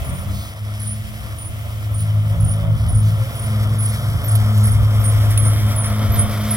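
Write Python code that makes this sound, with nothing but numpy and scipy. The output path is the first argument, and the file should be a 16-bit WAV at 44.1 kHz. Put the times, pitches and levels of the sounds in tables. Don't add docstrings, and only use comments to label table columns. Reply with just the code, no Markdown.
import sys
import numpy as np
from scipy import signal
from scipy.fft import rfft, irfft
from scipy.io import wavfile
from scipy.ndimage import uniform_filter1d, map_coordinates

SR = 44100
rng = np.random.default_rng(int(sys.argv[2]) if len(sys.argv) > 2 else 0)


def store_wav(level_fs):
    pcm = np.round(np.clip(np.atleast_2d(level_fs), -1, 1) * 32767)
    wavfile.write(sys.argv[1], SR, pcm.T.astype(np.int16))


N = 289516
T = np.arange(N) / SR

# (time [s], relative level [dB])
BLADE_LEVEL = [(0.0, -38.5), (0.32, -23.0), (0.56, -37.5), (0.62, -22), (0.98, -27.5), (1.2, -49),
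               (1.28, -29.0), (1.7, -29), (2.06, -18), (2.82, -15), (2.88, -33), (2.94, -14), (3.18, -15.0),
               (3.34, -34), (3.46, -20.0), (3.84, -15), (4.02, -27.5), (4.08, -16.5), (4.2, -29.5),
               (4.34, -11.5), (5.44, -14.5), (6.56, -23.0)]
# (time [s], level [dB])
OCTAVE_LEVEL = [(0.0, -55), (0.1, -33.5), (0.22, -37.5), (0.3, -32), (0.46, -48), (0.86, -36.5),
                (1.38, -49.5), (3.06, -32.5), (3.18, -47), (3.44, -35), (3.98, -33), (4.22, -43.5),
                (4.58, -27.5), (5.24, -41), (5.94, -29.0), (6.56, -23.5)]
# (time [s], relative level [dB])
GROWL_LEVEL = [(0.0, -50), (0.12, -27.5), (0.42, -47), (1.72, -71), (2.06, -28.5), (3.08, -28.5),
               (3.4, -44), (4.04, -32), (4.82, -41.5), (6.56, -45)]
# (order [multiple of the shaft rate], relative level [dB])
BLADE_OVERTONES = [(5, -8.5), (6, -4.5), (7, -15.5), (8, -9.5), (9, -10), (10, -6), (11, -7), (12, -10),
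                   (13, -4)]
# (peak time [s], length [s], lift of low overtones [dB])
BLADE_STRAINS = [(0.103, 0.1, 12.5), (0.297, 0.081, 16)]
# (frequency [Hz], relative level [dB])
DECK_SPECTRUM = [(260, -1.5), (390, -9), (520, -0.5), (690, 1.5), (800, -7), (1100, -1), (1360, -0.5),
                 (1560, -14.5), (2150, -17), (2900, -24), (3150, -14), (3600, -13), (4200, -39),
                 (7000, -39)]
# (frequency [Hz], gain [dB])
GROUND_FILTER = [(200, 0.5), (420, -5), (650, 5.5), (850, 1), (1100, 1.5), (1550, -1.5), (2100, 12),
                 (5000, -6.5)]
# (peak time [s], length [s], lift [dB])
THICK_TUFTS = [(0.337, 0.27, 3), (.68, 0.099, 2), (1.276, 0.15, 2.5), (2.645, 0.15, 1.5), (3.632, .4, 1.5),
               (5.258, 0.088, 4), (6.026, 0.093, 3.5), (6.18, 0.19, 3)]
# (frequency [Hz], relative level [dB])
CRACKLE_SPECTRUM = [(1000, -8), (2200, 4.5), (2750, -10.5), (3250, 0), (4200, -8.5), (5500, -2.5),
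                    (6800, -15), (7900, -8), (8800, -10.5), (9900, -2.5), (11500, -5.5), (13000, -10),
                    (15500, -13.5)]
# (time [s], relative level [dB])
CRACKLE_LEVEL = [ (0, -50), (.7, -44), (1.55, -48), (2.85, -46), (3.2, -42.5), (4.5, -38.5), (4.9, -42),
                 (5.6, -37.5), (6.56, -37.5)]
# (time [s], treble added [share])
CRACKLE_TREBLE = [(0, -0.81), (3.5, 0.46), (6.56, 1.1)]
# (time [s], pitch [Hz], level [dB])
DRIVE_DRONE = [(1, 66, -46), (2, 88, -31.5), (2.6, 110, -23), (3.7, 127, -31), (4.2, 131, -29.5),
               (4.5, 131, -55), (6.56, 130, -33)]
# (pitch [Hz], waver rate [Hz], level when far [dB])
MOTOR_WHINES = [(2217, 170, -78), (3130, 110, -53), (7670, 83, -66.5), (15620, 90, -69)]
# (frequency [Hz], relative level [dB])
FIELD_SPECTRUM = [(200, 5.5), (700, -2.5), (1500, -11), (2100, -2), (3100, -0.5), (4500, -11.5), (7000, -9),
                  (15000, -5)]
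# (frequency [Hz], relative level [dB])
WIND_SPECTRUM = [(15, -27), (30, -19), (62, 1), (90, 1), (130, -5), (165, -16.5), (400, -38), (1000, -64)]
# (time [s], level [dB])
BREEZE_LEVEL = [(.3, -26), (.6, -37.5), (.95, -31), (2, -31), (2.7, -24), (3.7, -30.5), (5.4, -23),
                (6.56, -30.5)]
# (peak time [s], length [s], relative level [dB])
MIC_GUSTS = [(0.147, 0.33, -33), (2.438, 0.19, -17.5), (2.9, 0.29, -20.5), (4.154, 0.17, -23),
             (4.424, .15, -23), (4.772, 0.32, -23), (5.25, 0.45, -31), (6.17, 0.39, -20)]
# (squeak time [s], relative squeak level [dB], relative chirp level [dB], chirp pitch [Hz])
WHEEL_TURNS = [(0.086, -47, -43, 10300), (0.84, -33.5, -37, 10500), (1.376, -40, -52, 12300),
               (1.94, -35, -49, 12300), (2.442, -32, -41, 10600), (2.926, -36, -35, 10470),
               (3.391, -32.5, -40, 10360), (3.827, -29.5, -29.5, 10400), (4.28, -26, -38.5, 12100),
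               (4.672, -32.5, -32, 10500), (5.037, -27.5, -36.5, 12100), (5.425, -26.5, -25, 10430),
               (5.8, -27, -26.5, 10170), (6.159, -25, -26.5, 12000), (6.547, -27, -22.5, 10300)]
# (time [s], length [s], level [dB])
TYRE_SWISHES = [(0.267, 0.27, -37.5), (1.972, 0.076, -41.5), (3.0, 0.14, -40), (3.8, .3, -41.5),
                (4.263, 0.17, -40), (4.478, .25, -38), (6.403, 0.13, -39)]
# (time [s], relative level [dB])
BRIGHT_TICKS = [(1.386, -29), (2.006, -25), (3.806, -24), (4.354, -10.5), (4.577, -19), (5.306, -21.5),
                (5.376, -9), (5.762, -20)]
# (time [s], length [s], pitch [Hz], level [dB])
MOWER_MOANS = [(2.23, 0.3, 557, -42), (2.52, 0.24, 565, -37.5), (2.596, 0.15, 653, -38.5),
               (3.14, 0.18, 536, -40.5)]
# (frequency [Hz], lean [dB])
STEREO_LEAN = [(100, .5), (700, 0), (1000, -0.5), (1350, 3), (1700, 2), (2600, 0), (4400, -0.5), (7000, 0),
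               (10000, -1.5), (15000, -0.5)]

START_HZ, RUNNING_HZ, SPIN_UP_AT_S, SPIN_UP_S = 87.75, 105.8, .12, .22
ABREAST_S, SIDE_M, SPEED_M_S = 6.866, 3.15, 1.415
FAR_S, NEAR_S = 1, 4.1
DECK_DB, GROUND_LOSS_DB, SPIN_UP_DB = -31.5, 6, 10
SQUEAK_HZ, SQUEAK_RISE_HZ, SQUEAK_SHARE = 9318, 827, .2
CHIRP_LEAD_S, CHIRP_S, CHIRP_RISE_HZ = .042, .052, 720
LEFT_LAG_MS = 0.21


def undb(db):
    return 10 ** (np.asarray(db) / 20)


def curves(table):
    times, *columns = np.transpose(table)
    return [np.interp(T, times, column) for column in columns]


def unit(x):
    return x / np.sqrt(np.mean(x ** 2))


def colour(x, points, power=1):
    hz, db = np.transpose(points)
    bins_hz = np.maximum(np.fft.rfftfreq(N, 1 / SR), 1)
    gain_db = power * np.interp(np.log(bins_hz), np.log(hz), db)
    return irfft(rfft(x) * undb(gain_db), N)


def walk(rate_hz):
    step = max(int(SR / rate_hz), 2)
    held = noise()[np.arange(N) // step]
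    return unit(uniform_filter1d(uniform_filter1d(held, step), step))


def noise():
    return rng.standard_normal(N)


def tone(cycles):
    return np.sqrt(2) * np.sin(2 * np.pi * (cycles + rng.random()))


def bump(peak_s, length_s):
    return np.cos(np.pi * np.clip((T - peak_s) / length_s, -.5, .5))


def add(track, start_s, sound):
    i = int(np.clip(start_s * SR, 0, N - 1))
    track[i:i + len(sound)] += sound[:N - i]


def approach():
    ahead_m = SPEED_M_S * (ABREAST_S - T)
    distance_m = np.hypot(ahead_m, SIDE_M)
    return 20 * np.log10(SIDE_M / distance_m), ahead_m / distance_m


def at_microphone(x, spread_ms=0):
    _, bearing = approach()
    lag_ms = LEFT_LAG_MS * bearing + spread_ms
    late = map_coordinates(x, [(T - lag_ms / 1000) * SR], order=5, mode="nearest")
    return np.array([colour(late, STEREO_LEAN, 0.95), colour(x, STEREO_LEAN, -1.33)])


def spin_up():
    return np.exp(-np.maximum(T - SPIN_UP_AT_S, 0) / SPIN_UP_S)


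def blade_hum(shaft_turns, deck_db):
    blade_db, = curves(BLADE_LEVEL)
    octave_db, = curves(OCTAVE_LEVEL)
    growl_db, = curves(GROWL_LEVEL)
    strain_db = sum(db * bump(s, length) for s, length, db in BLADE_STRAINS)
    hum = undb(blade_db - 0.2 + 1.3 * walk(22)) * tone(2 * shaft_turns + 0.026 * walk(3))
    hum += undb(octave_db + 2.5 * walk(18)) * tone(4 * shaft_turns + 0.076 * walk(14))
    hum += undb(growl_db - 2 + 4.5 * walk(17)) * tone(3 * shaft_turns + 0.14 * walk(14))
    for order, db in BLADE_OVERTONES:
        level_db = deck_db - 9 + db + strain_db * (order <= 6)
        hum += undb(level_db + 2.5 * walk(9)) * tone(order * shaft_turns + 0.26 * walk(13))
    return hum


def deck_air(shaft_turns, nearness, throb=0.12, flicker_db=1.5):
    pulse = 1 + throb * (np.sin(4 * np.pi * shaft_turns) + np.sin(2 * np.pi * shaft_turns))
    close = unit(colour(noise() * pulse, DECK_SPECTRUM))
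    distant = colour(close, GROUND_FILTER)
    return (nearness * close + (1 - nearness) * distant) * undb(flicker_db * walk(25))


def deck_scatter(shaft_turns, nearness):
    low_cut = [(600, -22), (1400, 5.5)]
    return np.array([colour(deck_air(shaft_turns, nearness), low_cut) for _ in range(2)])


def dry_grass(cracks_per_s=1100, spread_db=3.5, hiss_db=2.5, flicker_db=2.5):
    level_db, = curves(CRACKLE_LEVEL)
    treble_share, = curves(CRACKLE_TREBLE)
    sizes = undb(spread_db * np.minimum(rng.exponential(size=N), 5.5))
    cracks = (rng.random(N) < cracks_per_s / SR) * sizes * np.sign(noise())
    crackle = unit(colour(unit(cracks) + undb(hiss_db) * noise(), CRACKLE_SPECTRUM))
    crackle *= undb(flicker_db * walk(30))
    treble = colour(crackle, [(7000, -71), (12000, -8)])
    return undb(level_db) * (crackle + treble_share * treble)


def wheel_drive():
    hz, db = curves(DRIVE_DRONE)
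    return undb(db + 2 * walk(15)) * tone(np.cumsum(hz) / SR + 0.087 * walk(15))


def motor_whines(nearness, rise_db=6):
    whines = sum(undb(db + 2 * walk(53)) * tone(hz * T + 0.32 * walk(waver_hz))
                 for hz, waver_hz, db in MOTOR_WHINES)
    return whines * undb(rise_db * nearness)


def field_rustle(db=-43.5, swell_db=3.5):
    swell = undb(db + swell_db * walk(2.615))
    return swell * np.array([unit(colour(noise(), FIELD_SPECTRUM)) for _ in range(2)])


def breeze(flicker_db=1.16, apart_db=-7, right_db=1, depth=0.97):
    base_db, = curves(BREEZE_LEVEL)
    gusts = sum(undb(db) * bump(s, length) for s, length, db in MIC_GUSTS)
    force = np.hypot(undb(base_db), gusts) * undb(flicker_db * walk(16))
    shared = unit(colour(noise(), WIND_SPECTRUM))
    apart = unit(colour(noise(), WIND_SPECTRUM))
    sides = np.array([[-1], [1]])
    rumble = shared + undb(apart_db) * apart * sides
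    strength = np.interp(20 * np.log10(force), [-27, -18], [0, 1])
    rumble += depth * strength * colour(rumble, [(30, 7), (70, -17), (200, -40)])
    return force * undb(right_db * sides / 2) * rumble


def wheel_squeaks(bend=2.2, jitter_hz=60, wander_hz=70, shake_db=4, tail_s=0.033, tail_db=-8):
    out, shake = np.zeros(N), walk(120)
    unsteady_hz = jitter_hz * walk(700) + wander_hz * walk(25)
    turn_lengths = np.pad(np.diff([row[0] for row in WHEEL_TURNS]), (0, 1), mode="edge")
    for (s, squeak_db, chirp_db, chirp_hz), turn_s in zip(WHEEL_TURNS, turn_lengths):
        chirp = (s - CHIRP_LEAD_S, CHIRP_S, chirp_hz, CHIRP_RISE_HZ, chirp_db)
        squeak = (s, SQUEAK_SHARE * turn_s, SQUEAK_HZ, SQUEAK_RISE_HZ, squeak_db)
        for start, length, start_hz, rise_hz, db in (chirp, squeak):
            progress = np.linspace(0, 1, int(length * SR))
            span = (int(start * SR) + np.arange(len(progress))) % N
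            hz = start_hz + rise_hz * progress ** bend + unsteady_hz[span]
            swell = np.clip(np.minimum(progress / 0.068, (1 - progress) / 0.15), 0, 1)
            add(out, start, swell * undb(db + shake_db * shake[span]) * tone(np.cumsum(hz) / SR))
    tail = (noise() * np.exp(-T / tail_s))[:SR // 4]
    return out + undb(tail_db) * signal.fftconvolve(out, tail / np.linalg.norm(tail))[:N]


def tyre_swishes():
    swell = sum(undb(db) * bump(s + length / 2, length) for s, length, db in TYRE_SWISHES)
    return swell * unit(colour(noise(), [(1500, -24), (3300, 6), (5500, 2), (7000, 0), (15000, 0)]))


def bright_ticks(decay_s=0.0057, gain_db=-6):
    out, t = np.zeros(N), T[:SR // 50]
    for s, db in BRIGHT_TICKS:
        add(out, s, undb(db + gain_db) * rng.standard_normal(len(t)) * np.exp(-t / decay_s))
    return colour(out, [(1000, -33), (3000, 1), (8000, -17), (10000, 18.5), (12000, -6), (15500, 0)])


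def mower_moans():
    waver = 0.13 * walk(45)
    return sum(undb(db) * bump(s + length / 2, length) * tone(hz * T + waver)
               for s, length, hz, db in MOWER_MOANS)


def scene():
    blade_hz = RUNNING_HZ - (RUNNING_HZ - START_HZ) * spin_up()
    shaft_turns = np.cumsum(blade_hz / 2) / SR
    distance_db, _ = approach()
    nearness = np.interp(T, [FAR_S, NEAR_S], [0, 1])
    deck_db = DECK_DB + distance_db - GROUND_LOSS_DB * (1 - nearness) ** 2 + SPIN_UP_DB * spin_up()
    deck_db += sum(db * bump(s, length) for s, length, db in THICK_TUFTS)
    motors = blade_hum(shaft_turns, deck_db) + wheel_drive() + motor_whines(nearness) + mower_moans()
    wheels = undb(1.16) * wheel_squeaks() + bright_ticks() + tyre_swishes()
    rush = undb(deck_db - 0.2) * deck_air(shaft_turns, nearness)
    mower = at_microphone(motors + wheels + rush)
    for side in (-1, 1):
        mower += at_microphone(dry_grass(), spread_ms=side * 0.022)
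    scatter = undb(deck_db - 7.5) * deck_scatter(shaft_turns, nearness)
    return mower + scatter + field_rustle() + breeze()


def record(dry, top_hz=15950):
    return signal.sosfilt(signal.ellip(10, .2, 80, top_hz, fs=SR, output="sos"), dry)


dry = scene()
out = record(dry)
store_wav(out)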